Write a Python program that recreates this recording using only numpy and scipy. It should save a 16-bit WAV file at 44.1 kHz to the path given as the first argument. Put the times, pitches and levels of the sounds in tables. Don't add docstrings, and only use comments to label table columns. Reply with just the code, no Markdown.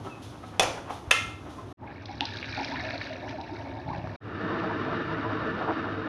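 import sys
import numpy as np
from scipy import signal
from scipy.fft import rfft, irfft, next_fast_len
from scipy.io import wavfile
from scipy.ndimage import uniform_filter1d

SR = 44100
rng = np.random.default_rng(int(sys.argv[2]) if len(sys.argv) > 2 else 0)


def master_out(mix):
    frames = np.transpose(np.atleast_2d(mix))
    ceiling = np.clip(frames, -1, 1)
    pcm = np.round(ceiling * 32767).astype(np.int16)
    wavfile.write(sys.argv[1], SR, pcm)


N = 268128
TIME = np.arange(N) / SR
SIZE = next_fast_len(N + SR, True)
FREQ = np.maximum(np.arange(SIZE // 2 + 1) * SR / SIZE, 1)
ROOM_T60_S = 0.47


def amp(db):
    return 10 ** (np.asarray(db) / 20)


def unit(x):
    return x / np.sqrt(np.mean(x ** 2))


def noise():
    return rng.standard_normal(N)


def walk(rate):
    k = max(int(SR / rate), 1)
    steps = np.repeat(rng.standard_normal(N // k + 1), k)
    return unit(uniform_filter1d(steps, k)[:N])


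def colour(x, points, lifts=()):
    hz, db = np.transpose(points)
    db = np.interp(np.log(FREQ), np.log(hz), db)
    for f, width, lift in lifts:
        db = db + lift / (1 + (2 * (FREQ - f) / width) ** 2)
    cepstrum = irfft(np.log(unit(amp(db))), SIZE)
    cepstrum[1:SIZE // 2] *= 2
    cepstrum[SIZE // 2 + 1:] = 0
    return irfft(rfft(x, SIZE) * np.exp(rfft(cepstrum)), SIZE)[:N]


def resonate(x, modes):
    response = sum(amp(db) / (1 + 1j * (FREQ - f * f / FREQ) / width) for f, width, db in modes)
    return irfft(rfft(x, SIZE) * response, SIZE)[:N]


def fade(t60):
    return amp(-60 * TIME[:SR] / t60)


def ramp(start, length):
    return np.clip((TIME - start) / length, 0, 1)


def swell(s, length):
    return np.exp(-2 * ((TIME - s) / length) ** 2)


def envelope(events, attack, t60):
    power = np.zeros(N)
    for s, db in events:
        decay = 1e-6 ** (np.maximum(TIME - s - attack, 0) / t60)
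        power += (amp(db) * ramp(s, attack)) ** 2 * decay
    return np.sqrt(power)


def come_up(full_s, rise_db_per_s, sag_db_per_s):
    early = np.maximum(full_s - TIME, 0)
    late = np.maximum(TIME - full_s, 0)
    return amp(-rise_db_per_s * early - sag_db_per_s * late)


def add(out, s, sound):
    part = out[int(s * SR):][:len(sound)]
    part += sound[:len(part)]


def patter(rate, spread_db):
    size = amp(spread_db * np.minimum(rng.exponential(size=N), np.pi + 1))
    return unit((rng.random(N) < rate / SR) * np.sign(noise()) * size)


def blips(rows, sag=0):
    out = np.zeros(N)
    for s, db, hz, length in rows:
        age = TIME - s
        out += amp(db) * swell(s, length) * np.cos(2 * np.pi * hz * age * 2 ** (-sag * age / 2))
    return out


def room(x, wet_db, treble_db):
    tail = rng.standard_normal(SR) * fade(ROOM_T60_S) * (1 - fade(0.016))
    wet = signal.fftconvolve(x, tail / np.linalg.norm(tail))[:N]
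    return x + amp(wet_db) * colour(wet, [(3000, 0.016), (11000, treble_db)])


def fan(hum_db):
    # f/Hz, relative level/dB
    fan_colour = [(25, -31.5), (50, -10.5), (70, -1.5), (104, 5), (130, -2), (200, -7.5), (295, -1),
                  (470, -13), (1150, -16.5), (1900, -28.5), (5000, -45), (9000, -60)]
    hum = np.sin(2 * np.pi * np.cumsum(104 * (1 + 0.033 * walk(18))) / SR)
    rush = colour(noise(), fan_colour) * amp(walk(12))
    return amp(-43) * rush + amp(hum_db) * hum


def pot():
    # t/s, relative level/dB
    pot_blows = [(.596, 4.5), (.5975, -4), (.6225, -6), (.631, -6)]
    # f/Hz, relative level/dB, t60/s
    pot_modes = [(523, -10, 0.4), (654, -11, 0.088), (762, -3, 0.17), (910, -11.5, 0.023), (1324, -8, 0.2),
                 (2380, -11, 0.33), (2530, -6, 0.11), (3440, 0, 0.071), (5910, 1, 0.017),
                 (6140, -9.5, .018)]
    # f/Hz, relative level/dB
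    pot_crack = [(100, -11.5), (300, -12.5), (520, 1.5), (900, -2), (1900, -11.5), (2600, -9.5),
                 (4400, -15), (5900, -10.5), (7200, -15.5), (7900, -22.5), (9800, -16.5), (13500, -37)]
    # t/s, relative level/dB
    rim_blows = [(1.1095, 0.5), (1.1122, 2.5)]
    # f/Hz, relative level/dB, t60/s
    rim_modes = [(520, -16, .06), (1010, -13, .06), (1345, -7, .05), (1710, -3, .04), (2630, 3, .04),
                 (3110, -5, .04), (3500, -2, .035), (1346, -11, .42), (1830, -18, .42), (2073, -15, .38),
                 (2108, -5.5, .34), (2450, -15, .35), (2510, -14, .4), (2659, -14, .33), (2750, -15, .4),
                 (3490, -20, .38)]
    # f/Hz, relative level/dB
    rim_crack = [(150, -55), (500, -8), (950, -10.5), (1350, -1.5), (1560, -15), (1720, -2), (2150, -11.5),
                 (2600, -4), (3500, -7), (4500, -15), (6500, -9.5), (7800, -21.5), (9500, -13.5),
                 (13500, -34.5)]
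    # t/s, level/dB, length/s
    scuff_moments = [(0.066, -44.5, 0.024), (0.44, -44.5, 0.016), (0.905, -40.5, 0.04),
                     (0.907, -38.5, 0.005), (1.485, -48, 0.035), (1.59, -48, 0.02)]
    # f/Hz, relative level/dB
    scuff_colour = [(150, -17), (400, -3.5), (800, -1), (1250, -5), (1700, -13), (3000, -20.5), (5000, -42),
                    (14000, -51.5)]
    # t/s, level/dB, f/Hz, length/s
    knocks = [(0.075, -40.5, 1300, 0.013), (.062, -35, 380, 0.016), (.44, -41.5, 1270, 0.011),
              (1.592, -39.5, 1050, 0.016), (1.082, -31, 81, 0.011)]
    # t/s, level/dB, f/Hz, length/s
    squeaks = [(.126, -46.5, 2593, 0.037)]

    landing = clank(pot_blows, pot_modes, pot_crack, ring_db=-16.0, crack_db=-16.0, crack_t60=0.033,
                    tail_db=-16.5)
    strike = clank(rim_blows, rim_modes, rim_crack, ring_db=-11.5, crack_db=-15.5, crack_t60=0.02,
                   tail_db=-17.5)
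    sliding = amp(-55 + 3.9 * walk(25))
    rubbing = sliding + sum(amp(db) * swell(s, length) for s, db, length in scuff_moments)
    scuffs = colour(patter(rate=2200, spread_db=2) * rubbing, scuff_colour)
    squeaking = blips(squeaks, sag=1.7) * amp(2 * walk(200))
    handling = scuffs + blips(knocks) + squeaking
    return landing + strike + room(handling, wet_db=-5.5, treble_db=-3.5)


def clank(blows, modes, crack_colour, ring_db, crack_db, crack_t60, tail_db):
    hardest = max(blows, key=lambda blow: blow[1])[0]
    ring = np.zeros(N)
    for k, (hz, db, t60) in enumerate(modes):
        add(ring, hardest, (-1) ** k * amp(db) * mode(hz, t60))
    rattle = amp(2.4 * walk(150) * ramp(hardest, .03))
    ring = room(ring * rattle, wet_db=-13, treble_db=-4)
    crack = noise() * envelope(blows, 1 / SR, crack_t60)
    tail = colour(noise(), [(3000, 0), (11000, -8)]) * envelope(blows, .01, ROOM_T60_S)
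    return amp(ring_db) * ring + amp(crack_db) * colour(crack + amp(tail_db) * tail, crack_colour)


def mode(hz, t60):
    turn = 2 * np.pi * TIME[:SR]
    if t60 < .2:
        return fade(t60) * np.sin(hz * turn)
    twin_hz = hz + 30 * rng.choice([-1, 1]) * rng.uniform(0.42, 1)
    pair = np.sin(hz * turn) + amp(-10) * np.sin(twin_hz * turn)
    return fade(t60) * (1 - fade(t60)) * pair


def steam():
    # t/s, level/dB
    puffs = [(.03, -57), (.215, -50), (.45, -59), (.89, -50.5), (1.485, -57.5)]
    # f/Hz, relative level/dB
    steam_colour = [(800, -12.5), (2000, 0.5), (3500, 8.5), (4600, 1.5), (6200, 2.5), (7800, -8.5),
                    (10000, -2.5), (12000, -12), (14000, -21)]
    level = np.hypot(amp(-62.5), envelope(puffs, attack=0.017, t60=.7))
    return level * amp(1.0 * walk(27)) * colour(noise(), steam_colour)


def pour():
    # t/s, level/dB
    splashes = [(1.86, -43.5), (2.205, -46), (3.275, -39.5), (3.925, -42)]
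    # f/Hz, relative level/dB
    spatter_colour = [(400, -12), (1200, -10.5), (1700, 6.5), (2100, -2.5), (2700, 1.5), (3100, -5.5),
                      (4000, -2), (6000, -44), (7500, -33.5)]
    # f/Hz, relative level/dB
    spray_colour = [(1500, -7), (3100, -10.5), (3850, 7.5), (4500, 3), (5600, -2), (6300, -1.5),
                    (14000, -22.5)]
    # f/Hz, width/Hz, relative level/dB
    jug_air = [(268.5, 32, 3.5), (359, 57, -2.5), (616, 135, 1.5), (887, 32, 2)]
    # f/Hz, width/Hz, lift/dB
    jug_upper = [(2210, 110, 10.5), (2390, 77, 9)]
    # t/s, level/dB
    gulps = [(3.866, -28), (3.889, -24.5), (3.92, -29), (3.961, -27.5), (3.986, -25), (4.045, -23.5)]
    # t/s, level/dB, f/Hz, length/s
    glugs = [(1.81, -46.5, 858, .09), (2.085, -38, 876, .022), (2.204, -32, 863, .028),
             (2.569, -32.5, 802, 0.05), (2.715, -34.5, 900, 0.029), (2.834, -38, 612, .04),
             (2.917, -38, 676, .04), (3.093, -41.5, 603, 0.061), (3.225, -41.5, 786, 0.056),
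             (3.318, -40.5, 613, .04), (3.377, -37, 830, .028), (3.502, -38.5, 327, .025),
             (3.763, -40.5, 790, 0.027), (3.877, -35.5, 884, 0.074)]
    # t/s, peak level/dB, f/Hz, t60/s
    drops = [(2.057, -31.5, 4100, 0.021), (2.2079, -8, 2770, 0.006), (2.254, -20, 4000, 0.017),
             (2.37, -26, 3900, 0.014), (2.428, -22.5, 2400, 0.017), (2.443, -25, 2330, 0.018),
             (2.646, -26, 4370, 0.029), (2.758, -26, 1760, 0.046), (2.798, -21.5, 2080, 0.0073),
             (2.907, -20, 2470, 0.011), (2.979, -30, 4300, 0.013), (3.0154, -22.5, 2190, 0.018),
             (3.412, -33, 4200, .012), (4.073, -19, 1260, 0.0038)]
    # f/Hz, relative level/dB
    pour_top = [(5700, 2.5), (6400, -7), (7300, -22), (11000, -8.5), (14000, -31)]
    full_flow_s, deep_s = 2.4, 2.56

    cushioned = amp(-40.5 - 7.5 * ramp(3.04, 0.17))
    stream = cushioned * come_up(full_flow_s, rise_db_per_s=34, sag_db_per_s=1.5)
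    splashing = np.hypot(stream, envelope(splashes, attack=0.0079, t60=0.3))
    burst = amp(2.6 * np.tanh(walk(90)) + 1.8 * np.tanh(walk(22)))

    droplets = bubbles(rate=1100, low_hz=1100, high_hz=3400, cycles=6, glide=.03, spread_db=16)
    droplets += amp(-4) * patter(rate=1700, spread_db=3.3)
    spatter = unit(colour(droplets * burst, spatter_colour, jug_upper))

    mist = bubbles(rate=900, low_hz=3000, high_hz=6800, cycles=6, glide=.02, spread_db=20)
    mist += amp(1) * patter(rate=1300, spread_db=5)
    spray = unit(colour(mist * burst, spray_colour))
    spray_level = amp(-4.5 - 3.5 * (TIME - full_flow_s)) * ramp(1.863, 0.26)

    churning = amp(np.where(TIME < deep_s, -51, -42.5))
    churn = unit(resonate(patter(rate=900, spread_db=2) * amp(4 * np.tanh(walk(35))), jug_air))
    notes = bubbles(rate=90, low_hz=540, high_hz=950, cycles=18, glide=.018, spread_db=12)
    gurgle_colour = [(120, -14.0), (300, 0.5), (1000, -3.5), (1400, -21.0), (5000, -8.5)]
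    gurgle = unit(colour(churn + amp(-2.5) * notes, gurgle_colour))

    out = splashing * (spatter + spray_level * spray) + churning * gurgle
    out += blips([(s, db, 130, 0.0078) for s, db in gulps])
    for s, db, hz, length in glugs:
        body = amp(-7.5) * glug(294, length, cycles=4.4)
        add(out, s, amp(db) * (glug(hz, length, cycles=10.6) + body))
    for s, db, hz, t60 in drops:
        wobble = 1 + 0.18 * walk(3000)[:SR]
        add(out, s, amp(db) * fade(t60) * np.sin(2 * np.pi * np.cumsum(hz * wobble) / SR))
    return amp(-7.0) * colour(room(out, wet_db=-8.5, treble_db=-2.0), pour_top)


def bubble(hz, cycles, glide):
    age = TIME[:int(np.pi * SR * cycles / hz)] * hz / cycles
    return age * np.exp(-np.pi * age) * np.sin(2 * np.pi * cycles * age * (1 + glide * age))


def bubbles(rate, low_hz, high_hz, cycles, glide, spread_db):
    out = np.zeros(N)
    for when, pitch, size in rng.random((int(rate * N / SR), 3)):
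        hz = low_hz * (high_hz / low_hz) ** pitch
        add(out, when * N / SR, amp(spread_db * size ** 3) * bubble(hz, cycles, glide))
    return unit(out)


def glug(hz, length, cycles, count=7):
    out = np.zeros(SR)
    for k in range(count):
        bubble_hz = hz * 2 ** (.11 * rng.standard_normal())
        add(out, length * (k + rng.random()) / count, bubble(bubble_hz, cycles, glide=0.017))
    return out / np.sqrt(np.sum(out ** 2) / (length * SR))


def burner():
    # f/Hz, relative level/dB
    flame_colour = [(60, -13.5), (130, 5.5), (250, 7.5), (370, -1), (520, 1), (900, -10), (1300, 6.5),
                    (1830, -3.5), (2100, -9), (3200, -17.5), (5800, -30.5), (7600, -58.5), (14000, -64)]
    # f/Hz, width/Hz, lift/dB
    pot_air = [(327, 80, 13), (448, 23, 15.5), (638.5, 31, 10), (1183, 9.6, 9), (1760, 56, 10),
               (2830, 200, 7), (3707, 210, 10.5), (4560, 240, 4.5)]
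    # t/s, level/dB
    surges = [(4.5, -40.5), (4.61, -36), (4.71, -35), (4.915, -37), (5.318, -36.5), (5.61, -36.5),
              (5.711, -34), (5.87, -34.5)]
    # t/s, level/dB, f/Hz, length/s
    throbs = [(4.445, -31, 184, 0.016), (5.29, -31.5, 107, 0.047), (5.705, -26, 326, 0.026)]
    # f/Hz, relative level/dB
    sizzle_colour = [(1200, -20.5), (2300, 1), (3300, -7), (4900, -14.5), (7500, -46)]

    flame = amp(-32) * come_up(4.452, rise_db_per_s=50.5, sag_db_per_s=0.96)
    roar = colour(noise() * amp(1.3 * walk(35)), flame_colour, pot_air)

    swells = sum(amp(db) * swell(s, 0.062) for s, db in surges)
    surging = np.hypot(amp(-11) * flame, swells)
    surge_colour = [(300, -21.5), (600, -2.5), (820, 0.5), (1100, -1.5), (1700, -13.5), (7000, -65.0)]
    surge = colour(noise() * amp(3.73 * walk(50)), surge_colour, pot_air)

    simmer = bubbles(rate=63, low_hz=900, high_hz=1869, cycles=37.7, glide=0.023, spread_db=9.0)
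    lumps = bubbles(rate=33, low_hz=148.2, high_hz=436, cycles=9, glide=0.025, spread_db=12)
    crackle = patter(rate=900, spread_db=3) * amp(2.5 * walk(28))
    sizzle = amp(-24.5) * unit(colour(crackle, sizzle_colour))

    steady = roar + amp(-9.5) * simmer + amp(-12) * lumps + sizzle
    return flame * steady + surging * (surge + sizzle) + blips(throbs)


def scene():
    # start t/s, end t/s, fade-in length/s, fan hum level/dB
    shots = [(0, 1.729, 0.00055, -56.5), (1.771, 4.163, 0.069, -47), (4.203, 6.08, 0.048, -43)]
    sources = (pot() + steam(), pour(), burner())
    out = np.zeros(N)
    for (start, end, rise, hum_db), source in zip(shots, sources):
        gate = ramp(start, rise) * np.clip((end - TIME) / 0.0037, 0, 1)
        out += gate * (source + fan(hum_db))
    return np.array([out, out])


def record(dry):
    low_pass = signal.ellip(8, .2, 70, 14000, fs=SR, output="sos")
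    return signal.sosfilt(low_pass, np.tanh(dry))


dry = scene()
out = record(dry)
master_out(out)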